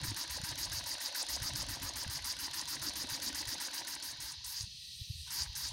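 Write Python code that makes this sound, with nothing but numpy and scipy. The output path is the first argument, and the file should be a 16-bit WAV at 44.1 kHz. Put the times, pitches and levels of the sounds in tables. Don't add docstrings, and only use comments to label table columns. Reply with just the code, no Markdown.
import sys
import numpy as np
from scipy import signal
from scipy.io import wavfile
from scipy.ndimage import uniform_filter1d

SR = 44100
rng = np.random.default_rng(int(sys.argv[2]) if len(sys.argv) > 2 else 0)


def persist_wave(psi):
    counts = np.round(np.clip(psi, -1, 1) * 32767).astype(np.int16)
    wavfile.write(sys.argv[1], SR, np.atleast_2d(counts).T)


def ratio_of_db(decibels):
    return 10 ** (np.asarray(decibels, float) / 20)


N = 252252


def rms_one(x):
    return x / np.sqrt(np.mean(x ** 2) + 1e-20)


def in_time(rows):
    s, *columns = np.transpose(rows)
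    return [np.interp(np.arange(N) / SR, s, column) for column in columns]


def filtered(x, order, hz, kind):
    return signal.sosfilt(signal.butter(order, hz, kind, fs=SR, output="sos"), x)


def above(x, hz):
    return filtered(x, 10, hz, "high")


def drift(rate_hz):
    r = np.exp(-16 * np.pi * rate_hz / SR)
    white = rng.standard_normal(N // 8 + 4002)
    slow = signal.lfilter([1], [1, -2 * r, r * r], white)[4000:]
    return np.interp(np.arange(N) / 8, np.arange(len(slow)), rms_one(slow))


def resonate(x, modes, patchy_db=0., rate_hz=10.0, steep=False):
    out = 0
    for k, (hz, width_hz, level_db) in enumerate(modes):
        r = np.exp(-np.pi * width_hz / SR)
        b = (1 - r * r) / 2 * np.array([1, 0, -1])
        a = [1, -2 * r * np.cos(2 * np.pi * hz / SR), r * r]
        band = signal.lfilter(b, a, x)
        band = signal.lfilter(b, a, band) if steep else band * (-1) ** k
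        out = out + ratio_of_db(level_db + patchy_db * drift(rate_hz)) * band
    return out


def hiss(modes, patchy_db, rate_hz, steep=False, apart=True):
    white = rng.standard_normal(N)
    if not apart:
        return rms_one(resonate(white, modes, patchy_db, rate_hz, steep))
    bands = [resonate(np.roll(white, shift=9001 * k), [mode], patchy_db, rate_hz, steep)
             for k, mode in enumerate(modes)]
    return rms_one(sum(bands))


def bursts(events, rise_s, fall_s):
    marks = np.full(N, 1e-18)
    marks[[round(row[0] * SR) for row in events]] = ratio_of_db(np.array(events)[:, 1])
    t = np.arange(round(.03 * SR)) / SR
    shape = (1 - np.exp(-t / rise_s)) * np.exp(-t / fall_s)
    return np.convolve(marks, shape)[:N] * rng.choice([-1, 1], N)


def hush():
    return ratio_of_db(-81) * hiss([(890, 1900, 0), (376, 310, 7)], patchy_db=4.0, rate_hz=2.8)


# (time [s], level [dB])
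DRAUGHT = [(0.0, -45), (0.14, -52.5), (0.24, -69), (0.32, -55), (0.8, -54.5), (1.02, -74), (1.24, -74),
           (1.35, -53), (1.5, -51), (2.05, -57.5), (2.55, -63), (2.95, -58.5), (3.36, -62), (3.49, -58),
           (3.7, -72.5), (4.22, -62.5), (5.29, -61), (5.72, -52)]
# (time [s], peak [dB], frequency [Hz], length [s])
GUSTS = [(0.035, -39, 133, 0.014), (0.088, -35.5, 80, 0.011), (0.104, -38.5, 100, 0.053),
         (0.403, -42, 128, 0.0087), (0.438, -35.5, 122, 0.0063), (0.521, -41.5, 96.5, 0.013),
         (0.718, -41, 99, 0.013), (0.746, -47, 84, 0.041), (1.424, -36, 101, 0.013),
         (1.457, -39, 101, 0.007), (1.522, -45, 82.5, 0.045), (1.63, -48, 61, 0.0045),
         (1.694, -48, 109, 0.01), (1.777, -54, 81, 0.012), (1.816, -43, 112, 0.0053),
         (2.066, -36, 117, 0.0054), (2.092, -37, 90, 0.017), (2.82, -45, 94, 0.011),
         (3.124, -42, 104, 0.01), (3.485, -42.5, 90, 0.012), (4.391, -46.5, 77, 0.018),
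         (4.612, -43.5, 100, 0.013), (4.641, -38.2, 91, 0.013), (5.019, -35.5, 84.4, 0.012),
         (5.107, -32, 103, 0.014), (5.158, -43, 90, 0.015), (5.197, -46, 80, 0.047),
         (5.419, -42.5, 75, 0.029), (5.5, -42.5, 75, 0.015)]


def draught():
    eddies = [(45.2, 22, -10), (58.4, 41, 4.0), (90, 32, -4.5), (131.3, 28.0, -2.0), (158, 80, -13)]
    low = hiss(eddies, patchy_db=6.5, rate_hz=12.4, steep=True)
    low = filtered(low, 6, 215, "low")
    low = filtered(low, 2, 38, "high")
    low /= uniform_filter1d(low ** 2, size=3000) ** 0.24 + 0.12
    out = ratio_of_db(in_time(DRAUGHT)[0] + 2.0) * rms_one(low)
    steps = np.arange(-2600, 2600)
    phases = rng.normal(0, 0.52, len(GUSTS))
    for (s, peak_db, hz, length_s), phase in zip(GUSTS, phases):
        swell = np.exp(-(2.04 * steps / SR / length_s) ** 2)
        bump = swell * np.cos(2 * np.pi * hz * steps / SR + phase)
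        out[round(s * SR) + steps] -= ratio_of_db(peak_db + 1.5) * bump
    return out


# (time [s], fitting level [dB], seep past the valve [dB])
SUPPLY = [(0.0, -51, -67), (0.96, -51, -63.5), (1.35, -50, -70), (2.0, -52, -66), (3.1, -50.5, -65),
          (3.5, -50.5, -64), (4.2, -53, -71), (4.4, -53, -71), (4.68, -53.5, -68), (4.95, -53, -61.5),
          (5.26, -53, -61), (5.28, -53, -56), (5.45, -54.5, -61), (5.51, -52.5, -70), (5.72, -52.5, -71)]
# (frequency [Hz], width [Hz], level [dB])
LEAK = [(2666, 106, -7), (3265, 750, -6.5), (3932, 336, 2.5), (4360, 310, 2), (4940, 200, 0.5),
        (5810, 760, -6.5), (6480, 560, -15.5)]
# (frequency [Hz], width [Hz], level [dB])
SEEP = [(7600, 850, -26), (8650, 1300, 0), (9500, 1000, -5.5), (11400, 2000, -7), (13600, 1300, -14),
        (15100, 1500, -14)]
# (time [s], frequency [Hz], level [dB])
WHISTLE = [
    (4.93, 8650, -100),
    (4.965, 8600, -58),
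    (5.0, 8550, -67),
    (5.06, 8150, -74),
    (5.1, 8060, -93),
]


def leak():
    fitting_db, seep_db = in_time(SUPPLY)
    steady = above(hiss(LEAK, patchy_db=1.2, rate_hz=12.), 2280)
    steady = filtered(steady, 10, 6750, "low")
    undertone = hiss([(1872, 170, 0), (1947, 47, 0.011)], patchy_db=2.5, rate_hz=11.0, steep=True)
    steady += ratio_of_db(-24.5) * above(undertone, 1700)
    seep = above(hiss(SEEP, patchy_db=-2.9, rate_hz=3.5), 5900)
    whistle_hz, whistle_db = in_time(WHISTLE)
    whistle = np.sin(2 * np.pi * np.cumsum(whistle_hz + 60. * drift(100.0)) / SR)
    whistle *= ratio_of_db(whistle_db + 3.4 * drift(40.))
    return ratio_of_db(fitting_db + 4.0) * steady + ratio_of_db(seep_db) * seep + whistle


# (time [s], strength [dB])
PUFFS = [(0.031, -40), (0.161, -38.5), (0.294, -41), (0.433, -41), (0.574, -37.5), (0.715, -38),
         (0.857, -37.5), (1.0, -37.5), (1.143, -35), (1.283, -35), (1.417, -37), (1.551, -38),
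         (1.682, -41.5), (1.816, -41), (1.954, -39), (2.096, -38.5), (2.241, -36), (2.385, -38.5),
         (2.53, -39.5), (2.673, -37), (2.814, -37.5), (2.953, -37.5), (3.087, -37), (3.216, -36.5),
         (3.344, -37.5), (3.47, -38.5), (3.598, -39), (3.729, -41.5), (3.867, -41.5), (4.021, -42.5)]
# (opening time [s], strength [dB], open for [s])
HEAVES = [
    (4.198, -44, 0.13),
    (4.437, -41.5, 0.2),
    (5.3, -35.5, 0.144),
    (5.548, -38, 0.149),
]
OPEN_SHARE = 0.614


def turns():
    opens, strength_db = np.transpose(list(PUFFS) + [row[:2] for row in HEAVES])
    running = OPEN_SHARE * np.gradient(opens)[:len(PUFFS)]
    return opens, strength_db, np.append(running, [row[2] for row in HEAVES])


def stroke():
    opens, _, lasts = turns()
    t = np.arange(N) / SR
    turn = np.searchsorted(opens, t) - 1
    return np.where(turn < 0, 2, (t - opens[turn]) / lasts[turn]), turn


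def valve_ticks():
    lead_share, tick_db, spread_db = 0.1306, -32.5, 1.5
    fade_db_per_s = 200.
    opens, _, lasts = turns()
    s = (opens - lead_share * lasts / OPEN_SHARE)[:len(PUFFS) + 1]
    slowness_s = np.maximum(lasts[:len(s)] - np.median(lasts), 0)
    return np.c_[s, tick_db - fade_db_per_s * slowness_s + spread_db * rng.standard_normal(len(s))]


# (time [s], level [dB])
MOTION = [(0.0, 7.5), (.05, 0.5), (3.76, 0.5), (3.9, -0.5), (4.27, -4), (4.35, -4), (4.4, -8), (4.47, -7.5),
          (4.64, -6.5), (4.69, -40), (5.24, -40), (5.27, -1), (5.32, -1), (5.46, 1.5), (5.52, -7),
          (5.57, -4), (5.66, 0), (5.72, -8)]
# (time [s], box boom [dB], panel rattle [dB])
ROCKING = [(0.0, 7, -1), (.1, 3, -6), (.33, -6.5, 0), (.5, 2.5, 0), (.75, -6, 1.5), (1.0, -4, 3),
           (1.5, 2, 3.5), (2.0, 1, 0.5), (2.15, -4.5, -5), (2.7, 0.5, -6.5), (2.85, 3.5, 3),
           (3.76, 0.5, -1.5), (4.25, -3.5, 0), (4.32, -12, -11), (5.3, -16, -16), (5.4, -2, -6),
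           (5.5, -22, -14), (5.72, -7, 3)]
# (time [share of open time], board [dB], frame [dB], panel [dB], box [dB])
KNOCKS = [(.14, 1, 7, 3, -3), (.23, 1.5, 2, -3, 1.5), (.55, 0, 0.5, -1, 0), (.7, -4, 2, -0.5, 3),
          (.88, 4.5, -4.5, 7, 1), (1.0, 3, 3, 15, -2.5), (1.1, 12, 12, 4.5, 12), (1.32, -14, -6.5, 9.5, -2),
          (1.42, -2, 2, 7.5, -15)]
# (time [s], peak [dB])
JOLTS = [
    (5.276, -39),
    (5.53, -43),
]
# (frequency [Hz], width [Hz], level [dB])
BOARD = [(860, 95, 1.5), (957, 155, 6.5), (1160, 140, -4)]
FRAME = [(1598, 340, 4.1), (1826, 270, 1)]
GUIDE = [(1920, 420, 2.2), (2253, 320, -2), (2860, 1060, -2.5)]
PANEL = [(524, 51, -1.5), (590, 60, 0.1), (694, 180, -1)]
TICK = [(1510, 43, 8), (1880, 180, -3.5), (3460, 410, 1), (4600, 330, -4), (4970, 1700, -2),
        (6950, 840, -0.5), (9200, 610, -1.5), (12100, 1500, -15), (15000, 1500, -20)]


def piston_load(share, turn):
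    loaded_until, eases_over = 0.88, 0.14
    load = uniform_filter1d(np.clip((loaded_until - share) / eases_over + 1, 0, 1), size=200)
    lasts = turns()[2]
    slowness = np.clip(lasts / np.median(lasts), 1, 1.7)[turn]
    return 1 - (1 - load) * slowness ** 0.89


def linkage(share, turn):
    motion_db, = in_time(MOTION)
    rocking_db, rattle_db = in_time(ROCKING)
    regular, = in_time([(3.9, 0.98), (4.1, 0.67)])
    at, *columns = np.transpose(KNOCKS)
    knocks = regular * np.exp(-((share - at[:, None]) / 0.048) ** 2)
    board_db, frame_db, panel_db, boom_db = np.array(columns) @ knocks
    load = piston_load(share, turn)

    board = hiss(BOARD, patchy_db=2.5, rate_hz=36.0, steep=True)
    board *= ratio_of_db(-61 + 1.07 * motion_db + board_db + 3.64 * load)
    frame_base_db = -61.5
    frame_db = frame_base_db + 0.95 * motion_db + frame_db
    frame = ratio_of_db(frame_db + 6.3 * load - 1.5) * hiss(FRAME, patchy_db=2.6, rate_hz=48.0, steep=True)
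    guide = ratio_of_db(frame_db + 4.54 * load + 1.0) * hiss(GUIDE, patchy_db=1.9, rate_hz=33.0, steep=True)
    cylinder = hiss([(1165, 830, 0)], patchy_db=4.0, rate_hz=10.4, steep=True)
    cylinder *= ratio_of_db(frame_base_db + 1.4 * motion_db + 13.3 * load - 11.5)
    panel = hiss(PANEL, patchy_db=1.5, rate_hz=28.0, steep=True)
    panel *= ratio_of_db(-67 + 1.5 * motion_db + rattle_db + panel_db)
    box = [(202, 53, -5.5), (274, 95, 2.5), (325.3, 40, 0.0)]
    boom = hiss(box, patchy_db=3.0, rate_hz=21.0, steep=True)
    boom *= ratio_of_db(-63.5 + 0.88 * motion_db + rocking_db + boom_db + 3.2 * load)
    clicks = bursts(np.r_[valve_ticks(), JOLTS], rise_s=0.0018, fall_s=0.0015)
    ticks = ratio_of_db(12.0) * resonate(clicks, TICK, patchy_db=-0.5)
    return board + frame + guide + cylinder + panel + boom + ticks


def staged(share, stages):
    return uniform_filter1d(np.interp(share, *np.transpose(stages)), size=90)


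# (frequency [Hz], width [Hz], level [dB])
SLIT = [(4500, 1470, -4.5), (5330, 510, 3.5), (6344, 520, 1.5), (8600, 760, 0.5), (9340, 840, 1),
        (10070, 950, -3), (13200, 1300, -37)]
JET = [(10100, 540, -7), (9420, 1000, -8), (10600, 1040, -1), (12300, 840, -0.5), (13060, 300, -3.5),
       (13370, 390, 0), (14300, 360, -24), (15600, 620, -2.5), (15300, 350, -25)]
PIPE = [(3970, 1640, -15), (4716, 260, 2.5), (4990, 284, 1.5), (5550, 660, -4.5), (6500, 270, -4.5),
        (7120, 700, -14), (7500, 180, -42)]
# (time [share of open time], level [dB])
SLIT_STAGES = [(0, -37), (0.039, 2.5), (.1, -0.5), (.55, -8), (.88, -6.5), (.95, 2), (1.02, -8.5),
               (1.35, -34)]
JET_STAGES = [(0, -48), (.04, -4), (.09, -23), (.14, 1.5), (.46, 0.5), (.55, -3), (.95, -10.5), (1.02, -21),
              (1.3, -52)]
PIPE_STAGES = [(0, -30), (.05, -12.5), (.5, -5), (.65, 0), (.88, -1.5), (1.0, -26.5), (1.2, -44)]
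# (time [s], peak [dB])
SPITS = [(0.3672, -24), (0.4414, -24), (0.4909, -24), (0.6297, -25), (0.6502, -22), (1.0579, -26),
         (1.1982, -28), (1.2167, -32), (1.3206, -41), (1.5579, -21.5), (1.6096, -21), (1.8904, -22),
         (2.301, -32), (2.3254, -27), (2.593, -21), (2.6979, -24), (2.8343, -25), (2.8945, -23),
         (2.9678, -25), (3.2621, -18), (3.3935, -38), (3.4903, -23), (3.7798, -23), (4.6077, -21),
         (5.3613, -28), (5.4194, -20), (5.4315, -22)]
# (time [s], peak [dB])
SNAPS = [(1.0045, -31), (1.2275, -20.5), (1.361, -28), (2.3255, -29.5), (2.2425, -33)]


def oil_drops():
    opens, _, lasts = turns()
    small_s = opens + lasts * rng.random(len(opens))
    small_db = -33 + 3.0 * rng.standard_normal(len(opens))
    drops = bursts(np.r_[SPITS, np.c_[small_s, small_db]], rise_s=.0006, fall_s=.001)
    return ratio_of_db(13.) * resonate(drops, PIPE, patchy_db=.8)


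def exhaust(share, turn):
    _, strength_db, lasts = turns()
    jet_db, follows, loss_db_per_s = -49.5, 0.34, 14
    swing_db = follows * (strength_db - strength_db.mean())
    level_db = (jet_db + swing_db - loss_db_per_s * (lasts - lasts.min()))[turn]
    slit = hiss(SLIT, patchy_db=0.0, rate_hz=37.0, apart=False)
    slit *= ratio_of_db(staged(share, SLIT_STAGES) + level_db + 6.0 + 1.9 * drift(120.))
    snaps = bursts(SNAPS, rise_s=0.00054, fall_s=0.0011)
    slit += ratio_of_db(10.0) * above(resonate(snaps, SLIT), 7000)
    jet = ratio_of_db(staged(share, JET_STAGES) + level_db + 2.5) * hiss(JET, patchy_db=1.8, rate_hz=37.0)
    flutter_db = 0.22 * drift(100.0) + 0.36 * drift(50.0)
    pipe = hiss(PIPE, patchy_db=0.0, rate_hz=62.0, apart=False)
    pipe *= ratio_of_db(staged(share, PIPE_STAGES) + strength_db[turn] + flutter_db - 1.0)
    return slit + jet + pipe + oil_drops()


def room(x):
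    out = x.copy()
    for lag_s, echo_db in [(.0023, -30.5), (.0071, -23.5), (.013, -27.5), (.021, -18.5)]:
        lag = round(lag_s * SR)
        out[lag:] += ratio_of_db(echo_db) * x[:N - lag]
    return out


def scene():
    share, turn = stroke()
    engine = leak() + linkage(share, turn) + exhaust(share, turn)
    return (hush() + draught() + room(engine))[None]


def top_cut(x):
    return signal.sosfilt(signal.butter(12, 15900, fs=SR, output="sos"), x)


def record(dry):
    cut = signal.sosfilt(signal.ellip(12, .5, 70, 15850, fs=SR, output="sos"), dry)
    return top_cut(cut)


dry = scene()
out = record(dry)
persist_wave(out)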